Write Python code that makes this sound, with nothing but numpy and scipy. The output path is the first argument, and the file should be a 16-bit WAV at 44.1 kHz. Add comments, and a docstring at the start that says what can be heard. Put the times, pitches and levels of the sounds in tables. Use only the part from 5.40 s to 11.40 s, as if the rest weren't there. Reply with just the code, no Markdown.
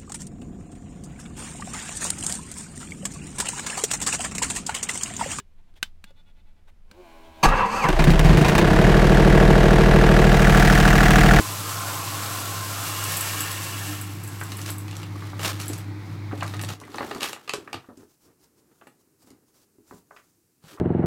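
"""A rocker switch clicks in a quiet engine space, a fuel pump hums, the starter clanks in and cranks;
a three-cylinder diesel catches, runs up and holds its speed. The microphone starts behind the panel
and moves to above the open engine; loud low pressure swings squash it. Pulses at each firing ring the
exhaust, block, heads and valves; tones and noise through resonances make the starter and pump; short
bursts make clanks and clicks; filtered noise makes the quiet of the place, with faint buzzes and rubs."""
import sys
import numpy as np
from scipy import signal
from scipy.fft import rfft, irfft
from scipy.io import wavfile
from scipy.ndimage import uniform_filter1d

SR = 44100
rng = np.random.default_rng(int(sys.argv[2]) if len(sys.argv) > 2 else 0)


def transcribe(signal):
    """Save signal, clipped to [-1, 1], as a 16-bit WAV file at the path in sys.argv[1]."""
    frames = np.atleast_2d(signal).T
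    limited = np.clip(frames, -1, 1)
    pcm = np.round(limited * 32767).astype(np.int16)
    wavfile.write(sys.argv[1], SR, pcm)


N = 264600
T = np.arange(N) / SR  # [s]

# engine speed: (time [s], firing rate [firings/s])
FIRING = [(2.45, 7.04), (2.6, 11.34), (2.9, 23.05), (3.2, 32.4), (3.35, 35.47), (3.5, 40.23), (3.65, 39.11),
          (3.9, 39.24), (6.0, 39.29)]
FIRST_TURN = -.27  # firing count before the engine turns
CYCLE_HZ = 13.09  # cycles of three firings at running speed
# exhaust and hull at the 1st, 2nd, 3rd ... multiple of the cycle: level [dB]
ORDER_LEVELS = [-32, -18, 0, -10, -22, -11, -24, -24, -13, -6, -9, -5, -10, -20, -5, -11, -21, -13, -21,
                -26, -21, -22, -22, -14, -20, -26, -11, -22, -18, -17, -20, -24, -27, -12, -17, -16, -20,
                -21, -24, -28]
# exhaust, uneven while the engine catches: (time [s], level [dB])
EXHAUST_LEVEL = [(2.45, -19), (2.55, -29.5), (2.65, -17), (2.8, -25), (2.95, -14), (3.1, -18), (3.25, -17),
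                 (3.5, -16.5), (6, -16.5)]
# how hard the cylinders fire: (time [s], level [dB])
HARDNESS = [(2.45, 0), (2.9, -3.5), (3.2, -1), (3.4, 0.5), (3.62, -0.5), (3.9, -0.5), (6, 0)]
MUFFLER_LAG_S, MUFFLER_FROM_HZ = 0.006115, 94.8  # the muffler's ring leaves later than the slow push
# knock colour heard behind the panel: (frequency [Hz], level [dB per Hz])
BEHIND_COLOUR = [(180, -52), (300, 0.5), (354, -1), (412, -8), (455, -6.5), (546, -8.5), (645, -1),
                 (774, -8.5), (828, -8), (1280, -14.5), (1720, -14.5), (3350, -24.5), (4300, -29),
                 (14200, -47.5), (16000, -58)]
# knock colour heard over the engine: (frequency [Hz], level [dB per Hz])
OVER_COLOUR = [(180, -14), (300, 6), (418, -8.5), (455, -5), (519, -16.5), (737, 3), (885, -10.5),
               (1280, -6), (1690, -8), (2170, -10), (3760, -20.5), (6960, -23.5), (10700, -31.5),
               (14500, -31), (16000, -36)]
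# share of the knock power that repeats from cycle to cycle: (frequency [Hz], share [0-1])
REPEATS = [(300, .8), (1500, .75), (3000, .45), (5000, .12), (9000, .06)]
# blows after each firing: (delay [share of the firing gap], level [dB], t60 [s])
BLOWS = [(0, 0, 0.05), (.13, 1.5, 0.03), (0.36, 0, .05), (.72, -7, 0.099)]
# block resonances: (frequency [Hz], width [Hz], level [dB])
BLOCK = [(2430, 63, -12.5), (2700, 61, -6.5), (3650, 110, -16)]
KNOCK_DB, NEAR_DB = -20.5, 2.5  # base knock level; rise per unit of open view
# the cylinder heads ring, one row per cylinder:
# (delay [share of the firing gap], level [dB], ring [Hz], second ring [Hz])
HEADS = [(.02, -1.5, 1480, 1720), (.05, -4, 1620, 1450), (.24, -3.5, 1900, 1760)]
# sharp valve ticks: (delay [share of the firing gap], level [dB], t60 [s])
VALVES = [(0.01, 3, 0.033), (0.459, -2, 0.021)]
# the block rocks on its mounts during the start: (time [s], frequency [Hz], level [dB])
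ROCKING = [(2.04, 32.4, -47), (2.46, 31.5, -37), (2.52, 30.2, -18), (2.68, 29.2, -14), (2.902, 40.5, -11.5),
           (3.1, 42, -36)]
JOLT_S, JOLT_HZ, JOLT_DB, JOLT_T60 = 2.062, 30.7, -8.5, 0.46  # the starter's bite jolts the mounts once
MOVE_START_S, MOVE_END_S = 4.57, 5.365  # the microphone swings over the engine
VIEW_BEHIND, VIEW_OVER = 0.078, 0.76  # open view of the engine, 0-1

# starter, dragged down twice by compression: (time [s], effort [dB], gear mesh [Hz],
# whine [share 0-1], overtones [dB], pinion [dB])
STARTER = [(2.03, -15, 1122, 0.4, -6, -27), (2.056, -8.5, 1170, 0.32, -5, -28),
           (2.075, -18, 1130, 0.45, -24, -39), (2.13, -17, 1360, 0.22, -18, -54),
           (2.175, -19, 1695, 0.22, -13, -44), (2.21, -15.5, 1320, 0.35, -14, -49),
           (2.235, -16.5, 965.6, 0.48, -17, -62), (2.262, -17, 956, 0.58, -21, -43),
           (2.28, -26, 967, 0.2, -6, -49), (2.33, -21, 1148, 0.44, -4, -40.5),
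           (2.385, -21.5, 1326, 0.47, -2, -39), (2.418, -23, 1219, 0.4, 4, -41.5),
           (2.44, -17.5, 1078, 0.44, 4, -36.5), (2.452, -10.5, 970, 0.5, -14, -43),
           (2.476, -21.5, 778, 0.28, 9, -44), (2.62, -47, 695, 0, -3, -65)]
# starter grind colour: (frequency [Hz], level [dB per Hz])
STARTER_COLOUR = [(59, -17), (100, -7.5), (193, -11.5), (315, -11), (513, -10.5), (691, -13.5), (768, -1),
                  (970, -1), (1450, -12.5), (2630, -17), (3470, -27.5), (6290, -40), (16000, -57)]
# starter housing resonances: (frequency [Hz], width of each pass [Hz], level [dB])
HOUSING = [(199.3, 6, 1.5), (461.4, 18, 1), (528, 35, 4.5), (790, 33, 5.5), (988, 79, 7), (1150, 17, 7.5),
           (1663, 33, 0.5), (1910, 26, -4.5), (2460, 83, -20), (2660, 140, 1.5)]
# tones of the gear train: (frequency [multiple of the mesh], level [dB], width of each pass [Hz])
GEAR_TONES = [(.2, 0.5, 11), (.5, -13, 60), (1, 10, 70)]
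# overtone of the mesh: (frequency [multiple of the mesh], level [dB], width of each pass [Hz])
OVERTONES = [(2, 6, 220)]
# the pinion and its shaft sing in the treble: (frequency [Hz], level [dB])
PINION = [(4520, 4), (4900, 0), (6330, 1), (8030, -8), (11300, -12)]
# hiss around the pinion's song: (frequency [Hz], level [dB per Hz])
PINION_HISS = [(3000, -27), (4200, -3), (8500, -6), (9500, -19), (12000, -15), (16000, -32)]

# the starter pinion bites and slaps: (time [s], peak of the hit [dB])
CLANKS = [(2.034, -4), (2.042, -12), (2.052, -12.5), (2.087, -16.5), (2.441, -18)]
# colour of the hits: (frequency [Hz], level [dB per Hz])
CLANK_COLOUR = [(180, -78), (300, -0.5), (1120, -5.5), (1430, -31), (1660, -7), (2030, -10.5), (2480, -7.5),
                (2930, -14), (7690, -28), (16000, -46.5)]
CLANK_TREBLE_DB, CLANK_THUMP_DB, CLANK_T60 = -9, -24.5, 0.087
# hard early firings and bright clacks between them:
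# (time [s], peak of the hit [dB], treble [dB], thump [dB], t60 [s])
COUGHS_AND_CLACKS = [(2.487, -19, 15, -20.5, 0.045), (2.593, -10, -42, -13, 0.15),
                     (2.64, -9.5, -1, -19, 0.055), (2.674, -13.5, -17, -6.5, 0.15),
                     (2.703, -13.5, -2, -9, 0.086), (2.793, -8.5, 1, -13, 0.03),
                     (2.847, -11.5, -12, -9, 0.29), (2.894, -11.5, -20, -11.5, 0.17),
                     (2.928, -19, -13, -10, 0.1), (2.972, -15.5, -3, -17.5, 0.19),
                     (3.012, -14, -2, -8.5, 0.094), (3.046, -11.5, -15, -29, 0.2),
                     (3.082, -13, 0, -23, 0.12), (3.152, -9.5, -5, -13, 0.048),
                     (3.18, -5.5, -5, -15.5, 0.094)]
DULL_HZ, SHARP_HZ = 1000, 1940
SHARP_FROM_DB = -5  # hits with more treble than this ring the higher mode
# thump of the muffler and hull: (frequency [Hz], level [dB], t60 [s])
THUMP = [(157.4, 6.5, 0.16), (214, 3.5, 0.054), (362, -13.5, 0.47), (620, -16, 0.058)]

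# switch and relay clicks: (time [s], peak [dB], thud before peak scaling [dB], thud [Hz])
CLICKS = [(0, -32, -9, 400), (0.34, -53, -1, 320), (0.428, -8, -31, 200), (0.641, -30, -11, 200),
          (0.707, -47.5, 5, 550), (1.513, -35, -7, 200)]
# panel modes, detuned a little at each click: (frequency [Hz], level [dB], t60 [s])
PANEL = [(1663, 12.5, 0.035), (3030, 2.5, 0.072), (3740, -6, 0.094), (6330, -14, 0.045),
         (7650, -1.5, 0.049), (8000, -1, 0.04), (9230, 7.5, 0.019)]

# the fuel pump races, then takes up its load: (time [s], speed [turns/s])
PUMP_SPEED = [(1.46, 50), (1.53, 73), (1.575, 90), (1.62, 91), (1.68, 82.8), (2.05, 80.6)]
# pump: (time [s], level [dB])
PUMP_LEVEL = [(1.46, -75), (1.53, -59), (1.6, -56), (1.69, -52.5), (1.95, -53), (2.05, -45)]
# pump colour: (frequency [Hz], level [dB per Hz])
PUMP_COLOUR = [(120, -16), (230, -0.5), (494, -10.5), (683, -5.5), (1070, -3.5), (1240, -19), (1540, -9),
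               (1850, -20), (2350, -10), (2700, -17), (3050, -14), (3350, -21), (3750, -19), (4640, -19),
               (10100, -24.5), (11900, -26), (15000, -26)]
# vane tones: (frequency [multiple of the turn], level [dB])
VANES = [(5, -15), (7, -10), (8, -6), (10, -27), (13, -15)]
# low vane tones swell and then hush: time of the top [s], levels [dB], slopes [dB/s]
PRIME_S, PRIME_DB, PRIMED_DB, PRIME_RISE, PRIME_FALL = 1.605, 13, -18, 260, 450

# colour of the quiet place: (frequency [Hz], level [dB per Hz])
QUIET_COLOUR = [(7.1, -30.5), (12, 10.5), (34, -13.5), (69, -41), (197, -28), (300, -41), (1280, -48.5),
                (2400, -49), (6110, -58.5), (14600, -65), (16000, -75)]
QUIET_DB, HUM_HZ, HUM_DB = -47, 75.4, -61
# runs of faint buzzes close to the microphone: (time [s], buzzes [count], level [dB],
# change [dB per buzz], length [s], buzz [Hz], bright band [Hz], slide [Hz per buzz])
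RUNS = [(.165, 2, -71, -2, .06, 340, 0, 0), (.645, 6, -62, -2.2, .09, 289, 3900, -450),
        (1.82, 2, -61, -3, .075, 289, 4900, 0)]
BUZZ_GAP_S, BUZZ_ROUGH = .0995, 1.8  # between buzz starts; noise against tone
# rubs: (time [s], level [dB], buzz [Hz], bright band [Hz], roughness [noise against tone])
RUBS = [(.348, -60, 147.6, 3000, 9), (1.265, -61, 115.5, 1000, 5)]
RUB_S = 0.05
# what the buzzes and rubs ring with, detuned a little each time: (frequency [Hz], level [dB])
BUZZ_MODES = [(680, 3), (855, 7), (1450, 3), (1930, -2), (2200, -3), (2500, -3), (2930, -4), (3390, 5),
              (4350, -9), (4650, -17)]
EDGE_HZ = 16100  # upper band limit


def engine():
    """Firing pulses drive the exhaust and knock, while the block rocks on its mounts as it starts."""
    turns = crank()
    (exhaust_db,), _ = columns(EXHAUST_LEVEL)
    (hard_db,), _ = columns(HARDNESS)
    swing = np.clip((T - MOVE_START_S) / (MOVE_END_S - MOVE_START_S), 0, 1)
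    view = VIEW_BEHIND + (VIEW_OVER - VIEW_BEHIND) * np.sin(np.pi / 2 * swing) ** 2
    knock_db = KNOCK_DB + 0.57 * hard_db + NEAR_DB * view
    sound = amp(exhaust_db) * exhaust(turns, view)
    sound += amp(knock_db) * knock(turns, view, hard_db)
    return sound + rocking()


def crank():
    """The firing rate adds up to a running count of firings since the first one."""
    (rate,), on = columns(FIRING)
    return FIRST_TURN + np.cumsum(rate * on) / SR


def pulses(turns, delay, spread_db):
    """One pulse per firing at a given share of the gap, one row for each cylinder."""
    whole = np.floor(turns - delay)
    at = np.flatnonzero((np.diff(whole) > 0) & (whole[1:] >= 0))
    cylinder = whole[at + 1].astype(int) % 3
    out = np.zeros((3, N))
    out[cylinder, at] = amp(spread_db * rng.standard_normal(len(at)))
    return out


def exhaust(turns, view):
    """Like puffs ring the firing orders; the difference between cylinders rings the orders in between."""
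    order, db = np.arange(len(ORDER_LEVELS)) + 1, np.array(ORDER_LEVELS)
    firing = order % 3 == 0
    top = [(800, -50), (2000, -90)]
    even_curve = [(15, -31), (28, -10), *zip(order[firing] * CYCLE_HZ, db[firing]), *top]
    uneven_curve = [*zip(order[~firing] * CYCLE_HZ, db[~firing]), *top]
    puffs = pulses(turns, 0, 1.0)
    lope = colour(puffs.T @ [1, -.5, -.5], uneven_curve)
    # the hull passes each pitch on after its own delay, which spreads the lope over the cycle
    hz = np.fft.rfftfreq(2 * N, 1 / SR)
    hull_delay = .032 * (1 - np.cos(2 * np.pi * hz / 190))
    lope = delay_pitches(rfft(lope, 2 * N), hull_delay, hz)
    sound = evened(colour(puffs.sum(0), even_curve)) + amp(-4.0) * evened(lope)
    # the upper orders come through the panel late and scattered, and fade over the open engine
    upper = rfft(sound, 2 * N) * np.clip((hz - 230) / 40, 0, 1)
    late = delay_pitches(upper, hull_delay / 2, hz)
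    sound = sound - irfft(upper)[:N] + amp(-5 * view) * late
    muffler_lag = MUFFLER_LAG_S * np.clip((hz - MUFFLER_FROM_HZ) / 30, 0, 1)
    sound = delay_pitches(rfft(sound, 2 * N), muffler_lag, hz)
    # the puff reaches the outlet a moment after the firing
    return np.pad(sound, (round(0.00415 * SR), 0))[:N]


def delay_pitches(spectrum, delay, hz):
    """Each pitch travels for its own time: phase is the running sum of delay over frequency."""
    return irfft(spectrum * np.exp(-2j * np.pi * np.cumsum(delay) * hz[1]))[:N]


def knock(turns, view, hard_db):
    """Blows shake the block alike every cycle, partly alike in all cylinders; fresh rattle rides on top."""
    t = np.arange(5000) / SR
    view = np.clip(view, 0, 1)
    same, power = np.zeros(N), np.zeros(N)
    for delay, db, t60 in BLOWS:
        shape = amp(db - 60 * t / t60) * np.minimum(t / 0.001, 1)
        common = rng.standard_normal(len(t))
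        for train in pulses(turns, delay, 1.0):
            own = rng.standard_normal(len(t))
            same += signal.oaconvolve(train, shape * (common + 1.5 * own))[:N]
            power += signal.oaconvolve(train ** 2, shape ** 2)[:N]
    wash = amp(-9 - 18 * view - hard_db) * (turns > 0)  # behind the panel the echoes fill the gaps
    fresh = np.sqrt(abs(power) + wash ** 2) * rng.standard_normal(N)
    share = np.clip(read(REPEATS, np.fft.rfftfreq(N, 1 / SR)), 0, 1)
    spectrum = np.sqrt(share) * rfft(evened(same)) + np.sqrt(1 - share) * rfft(evened(fresh))
    drive = irfft(spectrum, N)
    body = (1 - view) * colour(drive, BEHIND_COLOUR, size=4096)
    body += view * colour(drive, OVER_COLOUR, size=4096)
    body += sum(amp(db + 4 * view) * resonate(drive, hz, width) for hz, width, db in BLOCK)
    body += amp(-14.5 + 7 * view + 1.3 * hard_db) * heads(turns)
    return body + amp(-31.5 + 16 * view + hard_db) * valves(turns)


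def heads(turns):
    """Each cylinder's firing strikes its head, which rings briefly in two decaying metallic tones."""
    t = np.arange(1500) / SR
    shape = amp(-60 * t / .025) * np.minimum(t / .001, 1)
    out = np.zeros(N)
    for cylinder, (delay, db, hz, second_hz) in enumerate(HEADS):
        tones = np.sin(2 * np.pi * hz * t) + 0.81 * np.sin(2 * np.pi * second_hz * t)
        train = pulses(turns, delay, 2.4)[cylinder]
        out += signal.oaconvolve(train, amp(db) * shape * tones)[:N]
    return evened(out)


def valves(turns):
    """Two bright ticks in every firing gap, each a decaying burst of noise."""
    t = np.arange(2000) / SR
    envelope = np.zeros(N)
    for delay, db, t60 in VALVES:
        train = pulses(turns, delay, 3.9).sum(0)
        power = signal.oaconvolve(train ** 2, amp(db - 60 * t / t60) ** 2)[:N]
        envelope += np.sqrt(abs(power))
    tick_colour = [(1000, -31), (2600, 2), (7000, -3.5), (16000, -13.5)]
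    return evened(colour(envelope * rng.standard_normal(N), tick_colour, size=512))


def rocking():
    """The block sways on its mounts at a low pitch and its octave, with one decaying jolt."""
    (hz, db), on = columns(ROCKING)
    angle = 2 * np.pi * np.cumsum(hz) / SR
    sway = 0.84 * np.sin(angle) + 0.24 * np.sin(2 * angle)
    rock = np.sqrt(2) * amp(db) * uniform_filter1d(on * 1., 900) * sway
    t = T[:SR]
    add(rock, JOLT_S, -amp(JOLT_DB - 60 * t / JOLT_T60) * np.sin(2 * np.pi * JOLT_HZ * t))
    return rock


def starter():
    """Gear teeth whine with motor speed and grind through the ringing housing; the pinion sings above."""
    (db, hz, whine, over_db, treble_db), on = columns(STARTER)
    whine = np.clip(whine, 0, 1)
    noise = rng.standard_normal((3, N))
    swell = 1 + 0.58 / (1 + ((hz - 958) / 60) ** 2)  # the mesh swells as it crosses the main ring
    teeth = swell * mesh(hz, GEAR_TONES, noise[0])
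    teeth += amp(over_db) * mesh(hz, OVERTONES, noise[0])
    ring = sum(amp(d) * evened(resonate(resonate(noise[1], f, w), f, w)) for f, w, d in HOUSING)
    grind = amp(-1.5) * evened(ring) + evened(colour(noise[0], STARTER_COLOUR, size=2048))
    sing = sum(amp(d) * evened(resonate(noise[2], f, 110)) for f, d in PINION)
    sing = evened(sing) + 0.87 * colour(noise[1], PINION_HISS, size=1024)
    sound = amp(db) * (whine * evened(teeth) + (1 - whine) * evened(grind))
    sound += amp(treble_db) * evened(sing)
    return uniform_filter1d(on * 1., 200) * sound


def mesh(hz, tones, noise):
    """Meshing teeth give tones that follow the speed, each a faint line in a rough halo."""
    angle = 2 * np.pi * np.cumsum(hz) / SR
    out = np.zeros(N)
    for k, db, width in tones:
        halo = evened(resonate(resonate(noise, k * hz, width), k * hz, width))
        out += amp(db) * (np.sin(k * angle) + 1.3 * halo)
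    return out


def clanks():
    """Pinion blows, hard early firings and bright clacks: noise rings the casting over a low thump."""
    out, t = np.zeros(N), np.arange(9000) / SR
    thump = sum(amp(d - 60 * t / t60) * np.sin(2 * np.pi * f * t) for f, d, t60 in THUMP)
    thump *= np.minimum(t / 0.0058, 1)
    bites = [(*row, CLANK_TREBLE_DB, CLANK_THUMP_DB, CLANK_T60) for row in CLANKS]
    for s, db, treble_db, thump_db, t60 in bites + COUGHS_AND_CLACKS:
        hz = SHARP_HZ if treble_db > SHARP_FROM_DB else DULL_HZ
        burst = rng.standard_normal(len(t)) * amp(-60 * t / t60) * np.minimum(t / 0.0004, 1)
        ring = resonate(burst, hz, 99)
        block = sum(resonate(burst, f, 2 * w) for f, w, _ in BLOCK)  # the block rattles along
        rattle = resonate(burst, 5700, 3900) / 2 + 2 * block
        hit = colour(burst, CLANK_COLOUR, size=1024) + .5 * ring / abs(ring).max()
        hit += amp(treble_db) * rattle + amp(thump_db + 8) * resonate(burst, 590, 300)
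        add(out, s, amp(db) * hit / abs(hit).max() + amp(thump_db) * thump)
    return out


def clicks():
    """A snap rings the thin panel, thuds, and dies in the small space."""
    out, t = np.zeros(N), np.arange(9000) / SR
    snap_colour = [(300, -11.0), (1000, 0.5), (4000, 4.5), (9000, -12.0), (15000, -13.5)]
    for s, db, thud_db, thud_hz in CLICKS:
        ring = np.zeros(len(t))
        for f, d, t60 in PANEL:
            ring += amp(d - 60 * t / t60) * np.sin(2 * np.pi * f * rng.uniform(0.92, 1.03) * t)
        # a short snap with a faint longer tail
        snap = rng.standard_normal(len(t)) * (amp(-60 * t / 0.019) + amp(-24 - 60 * t / 0.13))
        thud = amp(thud_db - 60 * t / 0.054) * np.sin(2 * np.pi * thud_hz * t)
        hit = .5 * ring / abs(ring).max() + 0.53 * colour(snap, snap_colour, size=512) + thud
        add(out, s, amp(db) * hit / abs(hit).max())
    return out


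def pump():
    """A small motor buzzes over whirring noise; its vanes sing at multiples of the turn."""
    (hz,), on = columns(PUMP_SPEED)
    (db,), _ = columns(PUMP_LEVEL)
    slope_db = np.maximum(PRIME_RISE * (PRIME_S - T), PRIME_FALL * (T - PRIME_S))
    prime_db = np.maximum(PRIME_DB - slope_db, PRIMED_DB)
    hz = hz[on]
    drive = .6 * buzz(hz, .004) + .6 * buzz(2 * hz, .004) + 1.1 * rng.standard_normal(len(hz))
    vanes = np.zeros(len(hz))
    for k, d in VANES:
        vanes += amp(d) * evened(resonate(rng.standard_normal(len(hz)), k * hz, 5))
    angle = 2 * np.pi * np.cumsum(hz) / SR
    priming = amp(prime_db[on]) * (np.sin(4 * angle) + 0.48 * np.sin(6 * angle))  # tones at 4 and 6 per turn
    out = np.zeros(N)
    out[on] = amp(db[on]) * (evened(colour(drive, PUMP_COLOUR, size=2048)) + vanes + priming)
    return out


def buzz(hz, waver):
    """Overtones of a small motor in scattered phase, its speed wavering a little."""
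    drift = evened(uniform_filter1d(rng.standard_normal(len(hz)), 900))
    turns = np.cumsum(hz * (1 + waver * drift)) / SR
    overtones = range(1, int(5000 / hz.max()))
    return evened(sum(np.cos(2 * np.pi * (k * turns + rng.random())) for k in overtones))


def quiet():
    """Low lumpy rumble and hiss as coloured noise, a distant hum, faint buzzes and rubs."""
    out = amp(QUIET_DB) * colour(rng.standard_normal(N), QUIET_COLOUR)
    out += amp(HUM_DB) * evened(resonate(rng.standard_normal(N), HUM_HZ, 7.1))
    for s, count, db, fade_db, length, buzz_hz, hz, slide in RUNS:
        for k in range(round(count)):
            sound = whirr(length, db + k * fade_db, buzz_hz, hz + k * slide, BUZZ_ROUGH)
            add(out, s + k * BUZZ_GAP_S, sound)
    for s, *rub in RUBS:
        add(out, s, whirr(RUB_S, *rub))
    return out


def whirr(length, db, buzz_hz, hz, rough):
    """A small buzz with noise rings a set of modes, those near the bright band most."""
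    noise = rng.standard_normal(round(length * SR))
    drive = evened(buzz(buzz_hz * np.linspace(.98, 1.02, len(noise)), 0.01) + rough * noise)
    ring = np.zeros(len(noise))
    for f, d in BUZZ_MODES:
        mode_db = max(d - 5 * abs(f - hz) / 1000, -30)
        ring += amp(mode_db) * evened(resonate(drive, f * rng.uniform(.96, 1.04), 25 + 30 * rough))
    body_colour = [(400, -2.0), (850, -5.0), (2000, -7), (4500, -11), (5500, -33)]
    sound = evened(ring) + 0.35 * colour(drive, body_colour, size=512)
    return amp(db) * sound * signal.windows.tukey(len(noise), .85)


def amp(db):
    """Level in dB to amplitude."""
    return 10 ** (np.asarray(db) / 20)


def evened(x):
    """Scales a sound to an RMS of one."""
    return x / np.sqrt(np.mean(x ** 2) + 1e-20)


def read(points, hz):
    """Reads a curve at the given frequencies, straight between points on a log frequency axis."""
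    f, value = np.transpose(points)
    return np.interp(np.log(hz + 1), np.log(f + 1), value)


def columns(rows):
    """Timed rows as one curve per column, and where the table's span of time lies."""
    s, *rest = np.transpose(rows)
    return [np.interp(T, s, c) for c in rest], (T >= s[0]) & (T <= s[-1])


def add(mix, s, sound):
    """Lays a sound into the mix from s seconds on."""
    part = mix[round(s * SR):][:len(sound)]
    part += sound[:len(part)]


def colour(x, points, size=16384):
    """Causal filter with the given dB curve: the phase follows from the log gain."""
    log_gain = read(points, abs(np.fft.fftfreq(size, 1 / SR))) * np.log(10) / 20
    taps = np.fft.ifft(np.exp(np.conj(signal.hilbert(log_gain)))).real
    return signal.oaconvolve(x, taps[:size // 2] / np.linalg.norm(taps))[:len(x)]


def resonate(x, hz, width):
    """A resonance that may glide: shifts the pitch hz down to zero, smooths, and shifts back."""
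    turn = np.exp(2j * np.pi * np.cumsum(hz * np.ones(len(x))) / SR)
    r = np.exp(-np.pi * width / SR)
    return 2 * (turn * signal.lfilter([1 - r], [1, -r], x / turn)).real


def scene():
    """All sources summed at the one microphone."""
    return (engine() + starter() + clanks() + clicks() + pump() + quiet())[None]


def record(dry):
    """The microphone flattens large swings, negative ones sooner; then the band limit."""
    limit, knee = np.where(dry > 0, 1.1, .68), 4.0
    squashed = dry / (1 + abs(dry / limit) ** knee) ** (1 / knee)
    low_pass = signal.firwin(1501, EDGE_HZ, window=("kaiser", 9), fs=SR)
    return signal.oaconvolve(squashed, low_pass[None], "same")


dry = scene()
out = record(dry)
transcribe(out)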